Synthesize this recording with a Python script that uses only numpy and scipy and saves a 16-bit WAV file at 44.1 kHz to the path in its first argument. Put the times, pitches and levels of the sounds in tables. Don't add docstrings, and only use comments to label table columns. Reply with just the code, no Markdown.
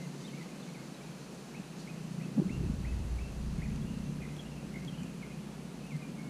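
import sys
import numpy as np
from scipy import signal
from scipy.io import wavfile
from scipy.ndimage import uniform_filter1d

SR = 44100
rng = np.random.default_rng(int(sys.argv[2]) if len(sys.argv) > 2 else 0)


def store_pcm(level_fs):
    pcm = np.round(np.clip(level_fs, -1, 1) * 32767).astype(np.int16)
    wavfile.write(sys.argv[1], SR, np.atleast_2d(pcm).T)


def natural_amplitude(level_db):
    exponent = np.asarray(level_db, float) / 20
    return 10 ** exponent


N = 277389

SWELL_PEAK = 0.426


def evened(x):
    return x / np.sqrt(np.mean(x ** 2) + 1e-20)


def read(points, hz):
    f, value = np.transpose(points)
    return np.interp(np.log(hz + 1), np.log(f + 1), value)


def curve(rows):
    return np.interp(np.arange(N) / SR, *np.transpose(rows))


def add(mix, s, sound):
    part = mix[max(round(s * SR), 0):][:len(sound)]
    part += sound[:len(part)]


def wander(top_hz):
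    hz = np.geomspace(top_hz / 20, top_hz, 12)
    t = np.arange(0, N + 256, 256) / SR
    sines = np.sin(2 * np.pi * (hz * t[:, None] + rng.random(12)))
    slow = (sines / np.sqrt(hz)).sum(1)
    return np.interp(np.arange(N) / SR, t, evened(slow))


def noise(gain_db, patchy_db, size):
    hz = np.fft.rfftfreq(size, 1 / SR)
    a, b, patches = rng.standard_normal((N * 4 // size + 5, len(hz), 3)).T
    patches = uniform_filter1d(patches, size // 64, 0)
    patches = evened(uniform_filter1d(patches, 8192 // size, 1))
    z = (a + 1j * b) * natural_amplitude(gain_db(hz)[:, None] + patchy_db * patches)
    return signal.istft(z, nperseg=size, noverlap=size * 3 // 4)[1][:N]


def tone(rows, rough, throb=0., crest=0., slur_hz=0.):
    s, hz, db = np.transpose(rows)
    t = np.arange(s[0], s[-1], 1 / SR)
    beat = 2 * np.pi * throb * (t - crest)
    flutter, waver = (evened(uniform_filter1d(row, 180)) for row in rng.standard_normal((2, len(t))))
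    pitch = uniform_filter1d(np.interp(t, s, hz), 120, mode="nearest")
    pitch = pitch * (1 + .04 * rough * waver) + slur_hz * np.sin(beat)
    puffs = (1 + rough * flutter) * (1 + .7 * np.cos(beat) * (throb > 0))
    wave = np.sin(2 * np.pi * (np.cumsum(pitch) / SR + rng.random()))
    ends = signal.windows.tukey(len(t), min(.007 * SR / len(t), 1))
    return t, np.sqrt(2) * natural_amplitude(np.interp(t, s, db)) * puffs * wave * ends


def air():
    # frequency in Hz, density in dB per Hz (relative)
    air_colour = [(150, -53), (250, 3), (312, -11), (340, 1.5), (541, -4.5), (724, -8), (845, -9.5),
                  (2210, -17), (2570, -14), (2850, -16), (3750, -22.5), (4160, -23), (6500, -25),
                  (10700, -25), (11300, -30.5), (13500, -33.5), (15100, -40.5)]
    # frequency in Hz, side relative to mid in dB
    apart = [(1000, -60), (11300, -58), (11900, -4.5), (13000, -1.5), (15000, 0)]
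    start_db, db_per_s = -51, -0.16
    mid = noise(lambda hz: read(air_colour, hz), patchy_db=0.29, size=1024)
    side = noise(lambda hz: read(air_colour, hz) + read(apart, hz), patchy_db=0.0, size=1024)
    level = natural_amplitude(start_db + db_per_s * np.arange(N) / SR) / np.sqrt(np.mean(mid ** 2))
    return level * mid, level * side


def hooks():
    # start in seconds, length in seconds, level in dB, from Hz, to Hz
    hook_calls = [(0, 0.13, -58.5, 2190, 2060), (.742, .048, -54.5, 2640, 2034),
                  (5.215, .04, -51, 2650, 2026), (5.903, 0.074, -51.5, 2700, 2050),
                  (6.013, 0.085, -55.5, 2600, 2390), (6.175, .065, -53.5, 2220, 2205)]
    settle_s, peak_s = 0.01306, 0.022
    rise_db, fade_db = -7, -15.5
    u = np.linspace(0, 1, 32)
    for s, length, db, from_hz, to_hz in hook_calls:
        t = u * length
        hz = to_hz + (from_hz - to_hz) * np.exp(-t / settle_s)
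        shape_db = np.interp(t, [0, peak_s, length], [rise_db, 0, fade_db])
        yield np.c_[s + t, hz, db + shape_db], 0, 0, 0


def swell(u):
    depth_db = -12.5
    return depth_db * np.where(u < SWELL_PEAK, 1 - u / SWELL_PEAK, (u - SWELL_PEAK) / (1 - SWELL_PEAK)) ** 2


def glides():
    # start in seconds, length in seconds, level in dB, from Hz, to Hz
    glide_rows = [(.212, 0.07, -65, 2040, 2160), (.240, .036, -57, 3420, 3830),
                  (0.271, 0.032, -57, 3480, 2930), (.326, 0.027, -57, 2120, 2270),
                  (.368, 0.038, -57, 2410, 2190), (0.396, .042, -57, 2134, 1970),
                  (.470, 0.046, -66, 2100, 2150), (0.511, .02, -62, 2410, 2470),
                  (.596, .03, -64, 4050, 4180), (0.623, 0.017, -58, 3920, 3330),
                  (.688, .022, -64, 4280, 3900), (0.672, .03, -61, 2150, 2270),
                  (.780, .026, -59, 2090, 2200), (0.939, .022, -57, 3860, 3960),
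                  (0.97, 0.022, -64, 3420, 3290), (1.005, .022, -60, 2300, 2320),
                  (1.018, .03, -66, 3900, 3900), (1.055, 0.024, -59, 2400, 2440),
                  (1.108, 0.027, -68, 3330, 3180), (1.630, 0.019, -61, 2600, 2650),
                  (2.619, .065, -66, 2700, 2530), (3.024, 0.036, -66, 2560, 2590),
                  (3.577, 0.033, -62, 2070, 2220), (3.695, 0.034, -62, 2190, 2500),
                  (3.808, 0.026, -62, 3390, 3370), (3.850, 0.11, -65, 2800, 2870),
                  (3.929, 0.076, -66, 2900, 2610), (4.035, .06, -66, 2740, 2680),
                  (4.200, 0.054, -58, 2470, 2420), (4.282, 0.016, -60, 2500, 2410),
                  (4.445, .045, -61.5, 2800, 2860), (4.503, .05, -62, 2720, 2790),
                  (4.563, .04, -59, 2530, 2750), (4.874, 0.027, -50, 3430, 3150),
                  (4.922, 0.04, -60, 2500, 3000), (5.022, .03, -62, 2500, 2515),
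                  (5.046, 0.033, -64, 2820, 2750), (5.308, 0.028, -58, 2370, 2500),
                  (5.827, 0.045, -61, 2610, 2575), (5.241, 0.031, -59, 2080, 2500),
                  (5.860, 0.039, -63, 3100, 2770), (6.018, .032, -67, 2070, 2190),
                  (6.264, .025, -64, 2160, 2210)]
    ease = 1.59
    u = np.linspace(0, 1, 32)
    for s, length, db, from_hz, to_hz in glide_rows:
        hz = to_hz + (from_hz - to_hz) * (1 - u) ** ease
        yield np.c_[s + u * length, hz, db + swell(u)], 0, 0, 0


def song():
    # start in seconds, length in seconds, level in dB, from Hz, top Hz, end Hz
    calls = [(1.54, 0.055, -49.5, 2160, 2740, 2500), (1.869, 0.057, -50, 2100, 2700, 2410),
             (2.201, 0.085, -55, 2000, 2720, 2470), (2.488, 0.093, -50.5, 2044, 2745, 2805),
             (2.842, 0.083, -51, 1910, 2600, 2630), (3.18, 0.12, -54, 2170, 2636, 2750)]
    leap_s, leap_width_s = 0.00697, 0.01105
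    attack_s, fade_db = 0.0066, -13
    accent_db = 2
    break_s, break_width_s, break_db = .019, .005, -8
    u = np.linspace(0, 1, 32)
    for s, length, db, from_hz, top_hz, end_hz in calls:
        t = u * length
        leap = 1 - np.exp(-np.maximum(t - leap_s, 0) / leap_width_s)
        hz = from_hz + (top_hz - from_hz) * leap + (end_hz - top_hz) * u ** 2
        attack_db = -20 * np.maximum(1 - t / attack_s, 0)
        dip_db = break_db * np.exp(-((t - break_s) / break_width_s) ** 2)
        shape_db = attack_db + fade_db * u + accent_db * (1 - leap) + dip_db
        yield np.c_[s + t, hz, db + shape_db], 0, 0, 0


def arches():
    # start in seconds, length in seconds, level in dB, Hz at the ends, top Hz
    arch_notes = [(3.615, .052, -52.5, 1716, 2505)]
    top_db = -4.5
    u = np.linspace(0, 1, 32)
    for s, length, db, ends_hz, top_hz in arch_notes:
        bend = np.sin(np.pi * u)
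        hz = ends_hz + (top_hz - ends_hz) * bend
        yield np.c_[s + u * length, hz, db + top_db * bend ** 2], 0, 0, 0


def trills():
    # start in seconds, length in seconds, level in dB, Hz, throbs per second, slur in Hz
    trilled_notes = [(4.215, 0.056, -55.5, 2150, 58, 140), (4.382, 0.034, -53, 3270, 87, 120),
                     (4.733, 0.065, -53, 2140, 58, 90), (4.972, .056, -58, 3000, 95, 50)]
    u = np.linspace(0, 1, 32)
    for s, length, db, hz, rate, slur_hz in trilled_notes:
        rows = np.c_[s + u * length, hz + 0 * u, db + 0.76 * swell(u)]
        yield rows, rate, s + SWELL_PEAK * length, slur_hz


def yard(x):
    # frequency in Hz, time to fall by 60 dB in seconds
    yard_decay = [(1500, 1), (3000, 0.36), (6000, 1)]
    taps = np.zeros(SR)
    at = np.arange(160, SR - 40, 40)
    taps[at + rng.integers(0, 40, len(at))] = rng.choice([-1., 1.], len(at))
    hz, t, z = signal.stft(taps, SR, nperseg=256)
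    wall_db = 6 * np.exp(-((t - .078) / .012) ** 2)
    decay_db = -60 * t / read(yard_decay, hz)[:, None]
    tail = signal.istft(z * natural_amplitude(wall_db + decay_db), SR, nperseg=256)[1]
    return signal.fftconvolve(x, tail / np.linalg.norm(tail))[:N]


def birds():
    direct, echoed = np.zeros((2, N))
    for kind in (hooks, glides, song, arches, trills):
        for rows, rate, crest, slur_hz in kind():
            far = np.clip((-52 - np.max(rows, 0)[2]) / 14, 0, 1)
            t, note = tone(rows, rough=.27 + .18 * far, throb=rate, crest=crest, slur_hz=slur_hz)
            add(direct, t[0], note)
            add(echoed, t[0], natural_amplitude(-4 + 3 * far) * note)
    return direct + yard(echoed)


def engine():
    # time in seconds, cycles per second
    engine_speed = [(0, 16.25), (2.5, 14.37), (4.3, 16.7), (5, 15.65), (6.29, 16.3)]
    # time in seconds, level in dB common to all orders
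    engine_level = [(0, -53), (.7, -55), (1, -63), (1.8, -54), (2.2, -45), (2.6, -47), (3.2, -53),
                    (3.4, -45), (3.8, -45.5), (4.1, -47.5), (4.4, -55), (4.8, -47.5), (5.2, -49.5),
                    (5.5, -51), (6.29, -51.5)]
    # multiple of the cycle rate, relative level in dB
    engine_orders = [(2, -2.5), (3, -7.5), (5, -23), (6, -17), (7, -1.5), (8, -5), (9, 1.5), (10, -13),
                     (11, -1.5), (12, -8), (13, -2.5), (14, -7.5), (15, -12.5), (16, -12), (17, -17),
                     (18, -14)]
    turns = np.cumsum(curve(engine_speed) * (1 + 0.004035 * wander(top_hz=1.5))) / SR
    orders = sum(natural_amplitude(db + 2.5 * wander(top_hz=8)) * np.sin(2 * np.pi * (k * turns + rng.random()))
                 for k, db in engine_orders)
    return np.sqrt(2) * natural_amplitude(curve(engine_level)) * orders


def hum():
    # frequency in Hz, level in dB rms ahead of the low cut
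    hum_lines = [(58.5, -38.5), (62.27, -47), (6008, -85), (11148, -96)]
    t = np.arange(N) / SR
    return np.sqrt(2) * sum(natural_amplitude(db + 1.1 * wander(top_hz=5.9)) * np.sin(2 * np.pi * hz * t)
                            for hz, db in hum_lines)


def rumble():
    # frequency in Hz, density in dB per Hz (relative)
    rumble_colour = [(8, -18), (20, 3), (40, -5.5), (80, 13.5), (120, 3), (170, 3.5), (230, -1), (320, -10),
                     (600, -41), (1500, -90)]
    # time in seconds, rumble level in dB
    low_levels = [(0, -40), (2.33, -44.5), (2.54, -36.5), (2.86, -42.5), (3.17, -40), (3.36, -49.5),
                  (3.56, -39.5), (4.05, -40.5), (4.64, -42), (5.03, -36.5), (5.35, -50), (5.78, -40.5),
                  (6.29, -38)]
    return natural_amplitude(curve(low_levels)) * evened(noise(lambda hz: read(rumble_colour, hz), patchy_db=0.5, size=2048))


def rustle():
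    # frequency in Hz, density in dB per Hz (relative)
    rustle_colour = [(2800, -34), (3700, -1), (4300, 2), (5200, -4), (6200, 0), (7500, -4.5), (9000, -16),
                     (14000, -40)]
    # peak time in seconds, level in dB, rise in seconds, fall in seconds (time constants)
    shuffles = [(.22, -60, 0.048, .08), (1.795, -57, .02, 0.066)]
    start_db, db_per_s = -61, -0.72
    hiss = noise(lambda hz: read(rustle_colour, hz), patchy_db=1.0, size=256)
    t = np.arange(N) / SR
    power = natural_amplitude(start_db + db_per_s * t) ** 2
    for s, db, rise, fall in shuffles:
        power = power + natural_amplitude(db) ** 2 * np.exp(-2 * np.maximum((s - t) / rise, (t - s) / fall))
    return np.sqrt(power) * evened(hiss)


def nibbles():
    # start in seconds, level in dB, frequency of the sine in Hz
    bites = [(.2125, -50, 4500), (.4295, -48, 5930), (.737, -50, 5870), (1.348, -51, 6270),
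             (3.76, -44.5, 4600), (4.3665, -48, 3210), (4.8485, -48, 4570), (5.0325, -46, 7330),
             (5.867, -49, 3030), (5.9655, -49, 4640)]
    out, t = np.zeros(N), np.arange(200) / SR
    for s, db, hz in bites:
        grit = 1.6 * uniform_filter1d(rng.standard_normal(len(t)), size=3)
        crack = grit + .6 * np.sin(2 * np.pi * hz * t)
        add(out, s, natural_amplitude(db - 60 * t / .012) * crack)
    return out


def thumps():
    # time in seconds (the thump starts 2 ms sooner), peak in dB ahead of the low cut,
    # frequency in Hz, length in cycles
    thump_rows = [(0.798, -35, 165, 4.6), (1.095, -31, 163, 2.5), (1.59, -33.5, 180, 5.1),
                  (2.325, -29.5, 170, 2.5), (2.416, -29, 340, 4.5), (2.448, -27, 184, 7),
                  (2.499, -29, 230, 4.5), (2.608, -25.5, 195, 2.44), (2.658, -29, 190, 2.5),
                  (2.697, -22.5, 194, 2.4), (2.734, -32, 197, 2.6), (3.579, -28.5, 165, 4.14),
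                  (3.68, -31, 158, 3.1), (3.807, -36, 200, 3.3), (4.003, -38, 215, 4),
                  (5.363, -32.5, 149, 7.2), (5.854, -33.5, 140, 3.1), (5.94, -28.5, 159, 6)]
    out = np.zeros(N)
    for s, db, hz, cycles in thump_rows:
        t = np.arange(round(max(cycles, 1) / hz * SR)) / SR
        add(out, s - .002, natural_amplitude(db) * np.hanning(len(t)) * np.cos(2 * np.pi * hz * (t - t.mean())))
    return out


def roar():
    peak_s, peak_db = 2.414, -43.5
    rise_db_per_s, fall_db_per_s = 80, 36
    t = np.arange(N) / SR
    hiss = evened(noise(lambda hz: -12 * ((hz - 330) / 130) ** 2, patchy_db=5.5, size=1024))
    return natural_amplitude(peak_db - np.maximum(rise_db_per_s * (peak_s - t), fall_db_per_s * (t - peak_s))) * hiss


def knock():
    # time in seconds, frequency in Hz, level in dB ahead of the low cut
    knock_path = [(2.355, 170, -42), (2.372, 195, -34), (2.381, 250, -24.5), (2.388, 238, -25),
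                  (2.394, 160, -26), (2.4, 167, -18), (2.407, 190, -37)]
    out = np.zeros(N)
    t, ring = tone(knock_path, rough=0.023)
    bent = 2.0 * ring ** 2
    riding_air = 0.58 * abs(ring) * rng.standard_normal(len(t))
    band = signal.butter(3, [300, 750], "bandpass", fs=SR, output="sos")
    add(out, t[0], ring + signal.sosfilt(band, bent + riding_air))
    return out


def scene():
    mid, side = air()
    low_drone = engine() + hum()
    squirrel = rustle() + nibbles()
    wind = rumble() + thumps() + roar() + knock()
    mid = mid + birds() + low_drone + squirrel + wind
    return np.array([mid + side, mid - side])


def cut_depth_db(t):
    rest_db, sag_db_per_s = 35, 3
    opens_s, opening_s, open_db = 2.37, 0.14, -1.5
    closes_s, closing_s, closed_db = 3.08, 2.4, 38.5
    rest = rest_db - sag_db_per_s * np.minimum(t, opens_s)
    opened = open_db + (rest - open_db) * np.exp(-np.maximum(t - opens_s, 0) / opening_s)
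    closed = 1 - np.exp(-np.maximum(t - closes_s, 0) / closing_s)
    return opened + (closed_db - opened) * closed


def low_pass(x):
    return signal.sosfilt(signal.butter(12, 15210, fs=SR, output="sos"), x)


def record(dry):
    # frequency in Hz, share of the cut's depth
    cut_shape = [(10, 0.96), (60, 1.005), (100, 1.06), (120, 1.03), (135, 0.039), (150, 0.0012)]
    hz, t, z = signal.stft(dry, SR, nperseg=4096, noverlap=3072)
    low_cut = natural_amplitude(-read(cut_shape, hz)[:, None] * cut_depth_db(t))
    z = z * low_cut * (hz < 15250)[:, None]
    cut = signal.istft(z, SR, nperseg=4096, noverlap=3072)[1]
    return low_pass(cut[:, :N])


dry = scene()
out = record(dry)
store_pcm(out)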